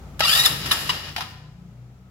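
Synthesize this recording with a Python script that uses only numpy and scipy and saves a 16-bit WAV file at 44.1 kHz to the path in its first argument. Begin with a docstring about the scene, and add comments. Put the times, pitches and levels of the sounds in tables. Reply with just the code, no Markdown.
"""A scooter's open belt drive is cranked once in a workshop, while a far engine idles throughout.
At 0.2 s the starter gear clacks in and rings the case; its meshing teeth squeal up to speed in steps.
Near 0.47 s it drops out and the slack belt thumps. The fan pulley and belt coast down, whirring and
flapping, and the gear grabs twice more, at 0.7 and 0.9 s. Two last knocks near 1.2 s end the run,
and the drive rings on faintly."""
import sys
import numpy as np
from scipy import signal
from scipy.fft import rfft, irfft, next_fast_len
from scipy.io import wavfile
from scipy.ndimage import map_coordinates

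SR = 44100
rng = np.random.default_rng(int(sys.argv[2]) if len(sys.argv) > 2 else 0)


def waveform_to_disk(signal):
    """Save audio, clipped to [-1, 1], as 16-bit WAV at the path in sys.argv[1]."""
    frames = np.transpose(np.atleast_2d(signal))
    scaled = np.clip(frames, -1, 1) * 32767
    samples = np.round(scaled).astype(np.int16)
    wavfile.write(sys.argv[1], SR, samples)


N = 92610


def amp(db):
    """Amplitude ratio of a level in decibels."""
    return 10 ** (np.asarray(db) / 20)


def unit(x):
    """Normalisation to rms 1."""
    return x / np.sqrt(np.mean(x ** 2) + 1e-20)


def along(points, hz):
    """Interpolation of (frequency, value) points on a logarithmic axis."""
    f, v = np.transpose(points)
    return np.interp(np.log(hz + 1), np.log(f + 1), v)


def clock():
    """Time of each sample in seconds."""
    return np.arange(N) / SR


def curves(rows):
    """Linear interpolation in time of each column after the first."""
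    times, *columns = np.transpose(rows)
    return [np.interp(clock(), times, column) for column in columns]


def wobble(rate, size=N):
    """Smooth random modulation: a spline through rate knots a second."""
    return map_coordinates(rng.standard_normal(8192), [np.arange(size) / SR * rate], mode="mirror")


def filtered(x, response):
    """Linear filtering: the spectrum is multiplied by a frequency response."""
    m = next_fast_len(N + SR // 2)
    return irfft(rfft(x, m) * response(np.fft.rfftfreq(m, 1 / SR)), m)[..., :N]


# likeness of left and right (frequency [Hz], correlation [1])
COHERENCE = [(60, 0.86), (150, 1), (350, .8), (700, .7), (1400, 0.15), (3000, -0.006), (10000, -0.13),
             (15000, 0.46)]
def stereo_angle(hz):
    """Coherence as an angle: the channels correlate as the cosine of twice this."""
    return np.arccos(np.clip(along(COHERENCE, hz), -1, 1)) / 2


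def spread(pair):
    """Mid-side mixing makes two independent signals partly coherent, most of all in the bass."""
    mid, side = filtered(pair, lambda hz: np.array([np.cos(stereo_angle(hz)), np.sin(stereo_angle(hz))]))
    return np.array([mid + side, mid - side])


# resonances of the case (frequency [Hz], bandwidth [Hz], relative level [dB])
CASE_MODES = [(1314, 70, -4), (1676, 19, 3.5), (1835, 67, 0.5), (2460, 24, -2), (2857.6, 130, 1.5),
              (3735, 50, -0.5), (3970, 36, 3), (4570, 32, -7.5), (4990, 150, -8), (5200, 81, -7)]
def case_response(f):
    """Resonance: the modes add in power, with a gain of about 1 at the strongest."""
    top_db = max(db for _, _, db in CASE_MODES)
    return np.sqrt(sum(amp(db - top_db) ** 2 / (1 + (2 * (f - hz) / width) ** 2) ** 2
                       for hz, width, db in CASE_MODES))


def shaped_noise(colour, grain_db=0, ring=0):
    """Random excitation, rms 1: grain_db makes it uneven contacts, ring adds the case's resonances."""
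    contacts = rng.standard_normal((2, N)) * amp(grain_db * np.tanh(wobble(900)))
    plain = unit(filtered(contacts, lambda hz: amp(along(colour, hz))))
    ringing = unit(filtered(contacts, case_response))
    return unit(spread(plain + ring * ringing))


# preset gain curves for the broadband and midrange parts of the workshop noise (time [s], level [dB])
AIR_LEVEL = [(0, -44.5), (1.3, -50), (2.1, -54.5)]
MIDRANGE_LEVEL = [(0, -51.5), (.2, -53), (1.3, -75.5), (1.65, -62.5), (1.8, -63), (2.1, -62)]
# spectra of the two parts (frequency [Hz], relative level [dB])
AIR_SPECTRUM = [(20, -12.5), (45, -2), (100, 3), (200, 2), (300, -11), (500, -10.5), (800, -18.5),
                (1300, -29), (2000, -22.5), (5000, -28.5), (7500, -31), (8500, -39.5), (12500, -38),
                (15000, -47)]
MIDRANGE_SPECTRUM = [(120, -22.5), (280, 0.5), (500, -11), (750, -2), (1050, -9.5), (1290, -2.5),
                     (1600, -13), (3000, -29.5)]
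def workshop_air():
    """Steady noise: its midrange ducks under the cranking and partly returns, as with gain control."""
    (air_db,), (midrange_db,) = curves(AIR_LEVEL), curves(MIDRANGE_LEVEL)
    return amp(air_db) * shaped_noise(AIR_SPECTRUM) + amp(midrange_db) * shaped_noise(MIDRANGE_SPECTRUM)


# idle speed (time [s], fundamental [Hz])
IDLE_RATE = [(0, 29.03), (1.1, 29.01), (1.4, 30.04), (1.7, 29.64), (1.85, 30.58), (2.1, 31.63)]
# engine harmonics (time [s], level of each of orders 2 to 6 [dB])
ENGINE_ORDERS = [(0, -43.5, -47.5, -59.5, -48, -83), (.9, -49, -50, -75, -58, -47.5),
                 (1.3, -58, -46, -49.5, -47, -71.5), (1.65, -51, -70, -50.5, -48.5, -48.5),
                 (1.82, -53.5, -71, -42.5, -57.5, -66), (2.1, -53.5, -54, -54.5, -67.5, -52.5)]
def far_engine():
    """Periodic firing gives a harmonic series; phase dispersion smears each pulse."""
    dispersion = .35  # radians per order squared
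    (rate_hz,) = curves(IDLE_RATE)
    phase = 2 * np.pi * np.cumsum(rate_hz) / SR
    hum = np.zeros(N)
    for k, db in enumerate(curves(ENGINE_ORDERS), 2):
        peak = np.sqrt(2) * amp(db + 0.81 * wobble(12))
        hum += peak * np.sin(k * phase + dispersion * k * k + 0.068 * wobble(14))
    return hum


# the workshop's decay (frequency [Hz], reverberation time T60 [s])
ROOM_T60 = [(100, 0.17), (1000, 1), (4000, 0.65), (8000, 0.63), (15000, 0.2)]
def reverberation(x):
    """Convolution with a diffuse, exponentially decaying tail that lasts longest in the midrange."""
    hz, t, spectra = signal.stft(rng.standard_normal((2, SR)), SR, nperseg=256)
    tail = signal.istft(spectra * amp(-60 * t / along(ROOM_T60, hz)[:, None]), SR, nperseg=256)[1]
    tail = np.pad(tail / np.linalg.norm(tail[0]), ((0, 0), (SR // 200, 0)))  # arrives 5 ms late
    return signal.fftconvolve(x, tail, axes=1)[:, :N]


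# faint modes of the drive (frequency [Hz], level [dB], T60 [s])
DRIVE_MODES = [(757, -47, 0.59), (1010, -45.5, 0.72), (1254, -47.5, .55), (2850, -56, .45)]
def after_ring(start_s=1.21, rise_s=0.0036):
    """Free decay after the last knock: narrow bands of noise beat as they fade."""
    t = np.maximum(clock() - start_s, 0)
    ring = np.zeros(N)
    for hz, db, t60 in DRIVE_MODES:
        phase = 2 * np.pi * hz * t
        ring += amp(db - 60 * t / t60) * (wobble(45.6) * np.sin(phase) + wobble(44.9) * np.cos(phase))
    return ring * (1 - np.exp(-t / rise_s))


# flapping of the belt (time [s], level [dB])
FLAP_LEVEL = [(.15, -78), (.22, -38.5), (.48, -42), (.51, -31.5), (.6, -37), (.68, -34), (.8, -42),
              (.92, -37.5), (1.02, -53.5), (1.11, -43), (1.3, -47), (1.5, -77)]
# its spectrum (frequency [Hz], relative level [dB])
FLAP_SPECTRUM = [(20, -29.5), (50, -4.5), (78, 5.5), (105, -6.5), (135, 12), (180, -3), (300, -8),
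                 (600, -26)]
def belt_flap():
    """Irregular transverse vibration of the slack belt radiates low noise."""
    (flap_db,) = curves(FLAP_LEVEL)
    return amp(flap_db) * shaped_noise(FLAP_SPECTRUM)


# the belt jerks taut, then goes slack (time [s], frequency [Hz], level [dB])
BELT_SLAPS = [(.19, 150, -32.5), (.5, 134.4, -24.5)]
def belt_slaps(rise_s=.008, decay_s=0.028):
    """A step in tension sets the belt's free span into damped oscillation."""
    out = np.zeros(N)
    for s, hz, db in BELT_SLAPS:
        t = np.maximum(clock() - s, 0)
        out += amp(db) * (1 - np.exp(-t / rise_s)) * np.exp(-t / decay_s) * np.sin(2 * np.pi * hz * t)
    return out


# the coasting drive (time [s], whirr level [dB], fizz level [dB])
COAST_LEVELS = [(.19, -110, -120), (.3, -49, -66), (.48, -26, -30.5), (.55, -32.5, -37.5), (.63, -34, -46),
                (.75, -29, -35.5), (.85, -32.5, -38.5), (.95, -31.5, -44), (1.03, -37.5, -51),
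                (1.09, -36, -53), (1.15, -48.5, -75.5), (1.24, -41.5, -62.5), (1.36, -52, -71),
                (1.5, -65.5, -88.5), (1.7, -110, -120)]
# spectra of the whirr and of the treble fizz of all contacts (frequency [Hz], relative level [dB])
WHIRR_SPECTRUM = [(88, -38), (150, -19), (259, -11.5), (485, -9.5), (852, -9.5), (1810, -8.5),
                  (2460, -10.5), (2890, -5.5), (3290, -7), (3860, -10), (5070, -6), (6250, -19.5),
                  (7000, -18), (9100, -47.5), (15400, -120)]
FIZZ_SPECTRUM = [(4500, -36), (6600, -8), (7400, -4), (8400, -15), (9600, -4), (11400, -4), (13000, -7.5),
                 (15500, -16)]
def coasting():
    """Rolling-contact noise: a nearly even, slightly grainy whirr and fizz of the belt and bearings."""
    whirr_db, fizz_db = curves(COAST_LEVELS)
    waver = amp(0.4 * wobble(84))
    whirr = amp(whirr_db) * shaped_noise(WHIRR_SPECTRUM, grain_db=1.5, ring=0.3)
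    fizz = amp(fizz_db) * shaped_noise(FIZZ_SPECTRUM, grain_db=3.0)
    return waver * (whirr + fizz)


# metal knocks (time [s], level [dB], rise [s], decay [s], edge level before a 7.5 dB cut [dB],
# thud level [dB], thud frequency [Hz]); edge and thud are relative to the body
KNOCKS = [(0.193, -26, 0.0018, 0.017, 2, -15, 900), (0.2055, -13.5, 0.00052, 0.0018, -8, -5, 716),
          (0.2076, -18, 0.00033, 0.0051, -8, -4, 1500), (.655, -27, 0.007183, .016, -1, -14.5, 960),
          (0.711, -17.5, 0.00397, 0.021, 3, -9, 1080), (.768, -29, .003, .008, -14.5, -11, 1310),
          (0.8912, -19.5, 0.003296, 0.016, -6.5, -4, 1040), (1.1622, -22, 0.0014, 0.0084, -5.5, -11.5, 850),
          (1.175, -31.5, 0.0069, 0.031, -4.5, -2.5, 805), (1.206, -28.5, 0.002, .016, -5.5, -1, 1280)]
# body of a knock (frequency [Hz], relative level [dB])
KNOCK_SPECTRUM = [(180, -46), (300, -7), (412, -18), (1230, -1), (2540, -2), (2860, -11), (3170, 4.5),
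                  (3820, -6.5), (4190, -3), (5100, -1.5), (7000, -17.5), (9100, -58.5), (15400, -120)]
def knocks(thud_half_width_octaves=0.2845):
    """Impact noise: a quick cluster of metal contacts with a bright edge and a resonant thud."""
    body = shaped_noise(KNOCK_SPECTRUM, grain_db=2, ring=0.49)
    edge = shaped_noise(FIZZ_SPECTRUM, grain_db=2.5)
    force = spread(rng.standard_normal((2, N)))
    out = np.zeros((2, N))
    for s, db, rise, decay, edge_db, thud_db, thud_hz in KNOCKS:
        t = clock() - s
        envelope = np.clip(t / rise, 0, 1) * np.exp(-np.maximum(t - rise, 0) / decay)
        band = lambda hz: 1 / (1 + (np.log2((hz + 1) / thud_hz) / thud_half_width_octaves) ** 4)
        thud = unit(filtered(force, band))
        out += amp(db) * envelope * (body + amp(edge_db - 7.5) * edge + amp(thud_db) * thud)
    return out


# hollow ring of the case (frequency [Hz], level [dB], T60 [s])
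CLUNK_MODES = [(655.49, -16.5, 0.051), (814, -12.5, 0.038), (1287, -25.5, .08), (1900, -22, .025)]
def clunk(start_s=.2053, rise_s=0.0011):
    """Impulse response: the gear slams into mesh and the case's modes decay exponentially."""
    t = np.maximum(clock() - start_s, 0)
    ring = sum(amp(db - 60 * t / t60) * np.sin(2 * np.pi * hz * t) for hz, db, t60 in CLUNK_MODES)
    return (1 - np.exp(-t / rise_s)) * ring


# the gear spinning up (time [s], rattle level before a 3 dB lift [dB], fizz level [dB])
RATTLE_LEVELS = [(.19, -120, -120), (.212, -33, -43), (.245, -26, -34), (.29, -24.5, -27), (.34, -24, -26),
                 (.4, -24, -24), (.432, -29.5, -31), (.462, -19.5, -19), (.48, -34, -30),
                 (.52, -48.5, -52.5), (.6, -120, -120)]
# the rattle's spectrum (frequency [Hz], relative level [dB])
RATTLE_SPECTRUM = [(150, -51.5), (250, -29), (349, -25), (818, -7), (953, -13), (1310, -4), (1450, -14.5),
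                   (1860, -14.5), (2110, -12.5), (2790, -5.5), (3840, -6), (4180, -7.5), (4740, -0.5),
                   (6170, -17.5), (7000, -33), (9100, -47.5), (15400, -120)]
def gear_rattle():
    """Forced vibration: dense, uneven contacts of the starter gear shake the case."""
    rattle_db, fizz_db = curves(RATTLE_LEVELS)
    chatter = amp(2.2 * np.tanh(wobble(130)))
    rattle = amp(rattle_db + 3.0) * shaped_noise(RATTLE_SPECTRUM, grain_db=4.5, ring=.5)
    fizz = amp(fizz_db) * shaped_noise(FIZZ_SPECTRUM, grain_db=4.5)
    return chatter * (rattle + fizz)


# how the case radiates the tooth tones (frequency [Hz], gain [dB])
RADIATION = [(600, -20.5), (950, -5), (1200, 2), (1450, -2.5), (1700, -4), (1880, -2.5), (2300, -4.5),
             (2850, 0.5), (3750, 0.5), (4650, -0.5), (5600, -3), (6300, -22), (7400, -9.5), (9000, -17),
             (11300, -10), (16000, -26.5)]
def mesh_tone(rate_hz, formant_hz, jitter=.013, formant_db=7, formant_octaves=.3, gain_db=-2):
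    """Gear meshing gives harmonics of the tooth rate, randomly modulated and lifted round a formant."""
    n = len(rate_hz)
    phase = 2 * np.pi * np.cumsum(rate_hz * (1 + jitter * wobble(700, size=n))) / SR
    out = np.zeros((2, n))
    for k in range(1, 9):
        hz = k * rate_hz
        apart = stereo_angle(hz) * (-1) ** k
        rough_db = 3.5 * np.tanh(wobble(400, size=n))
        flicker_db = 1.5 * np.tanh(wobble(76, size=n))
        lift_db = formant_db * np.exp(-(np.log2(hz / formant_hz) / formant_octaves) ** 2)
        level_db = along(RADIATION, hz) + lift_db + rough_db + flicker_db + gain_db
        out += amp(level_db) * np.sin(k * phase + np.array([apart, -apart]))
    return out


# bites of the gear (time [s], tooth rate [Hz], relative glide [1/s], relative level [dB],
# Gaussian half width [s], formant [Hz])
BITES = [(.226, 655, 1, -27.5, 0.0076, 1300), (.241, 942, 5, -23, 0.0058, 3200),
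         (.257, 1160, -1, -19.5, 0.004, 4100), (.281, 1395, 2, -23, 0.005106, 2750),
         (.297, 1519, 1, -21.5, 0.0066, 3211), (.314, 1616, 1, -21, 0.0057, 4850),
         (.335, 1708, 0.5, -19, 0.0059, 3400), (.355, 1793, 1, -23.5, .006, 3570),
         (.379, 1882, .5, -22.5, .006, 3977), (.398, 1877, -.5, -20, 0.0066, 3750),
         (.415, 1900, 1.06, -23, 0.0079, 3820), (.444, 1985, 0.9434, -22, .007, 3960),
         (.4605, 1857, -8.5, -13.5, .004, 3720), (.466, 1270, -7, -24.5, 0.0036, 1270),
         (.4675, 1734, -5, -20, 0.0041, 5200), (.7135, 985, -7, -23, 0.002505, 2950),
         (0.7194, 1864, -12, -17.5, .0035, 3690), (.897, 938.3, -6.5, -27.5, 0.0033, 3750),
         (.903, 962, -2, -24.5, 0.004812, 2890)]
def gear_squeals():
    """Pitch follows tooth rate: short glides step up with speed and fall as the gear drops out."""
    out = np.zeros((2, N))
    t = (np.arange(SR // 10) - SR // 20) / SR
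    for s, hz, glide, db, width, formant_hz in BITES:
        start = round((s + t[0]) * SR)
        envelope = amp(db) * np.exp(-(t / width) ** 2 / 2)
        out[:, start:start + len(t)] += envelope * mesh_tone(hz * np.exp(glide * t), formant_hz)
    return out


def scene(reverb_db=-14):
    """Superposition of the drive's direct sound, its reverberation and the background."""
    drive = clunk() + gear_rattle() + gear_squeals() + knocks()
    drive += belt_slaps() + coasting() + belt_flap() + after_ring()
    return drive + amp(reverb_db) * spread(reverberation(drive)) + far_engine() + workshop_air()


# stereo balance (frequency [Hz], left minus right level [dB])
BALANCE = [(60, 2.5), (300, 3), (700, 1.5), (1290, 0), (2400, 6), (4400, 2), (8000, 6), (11000, -3.5),
           (15000, 0)]
def record(dry, ceiling=.9, top_hz=15800):
    """Transduction: the microphones mostly favour the left, saturate softly and limit the bandwidth."""
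    leaning = filtered(dry, lambda hz: amp(along(BALANCE, hz) * np.array([[.5], [-.5]])))
    rounded = leaning / (1 + np.abs(leaning / ceiling) ** 10) ** (1 / 10)
    return filtered(rounded, lambda hz: hz < top_hz)


dry = scene()
out = record(dry)
waveform_to_disk(out)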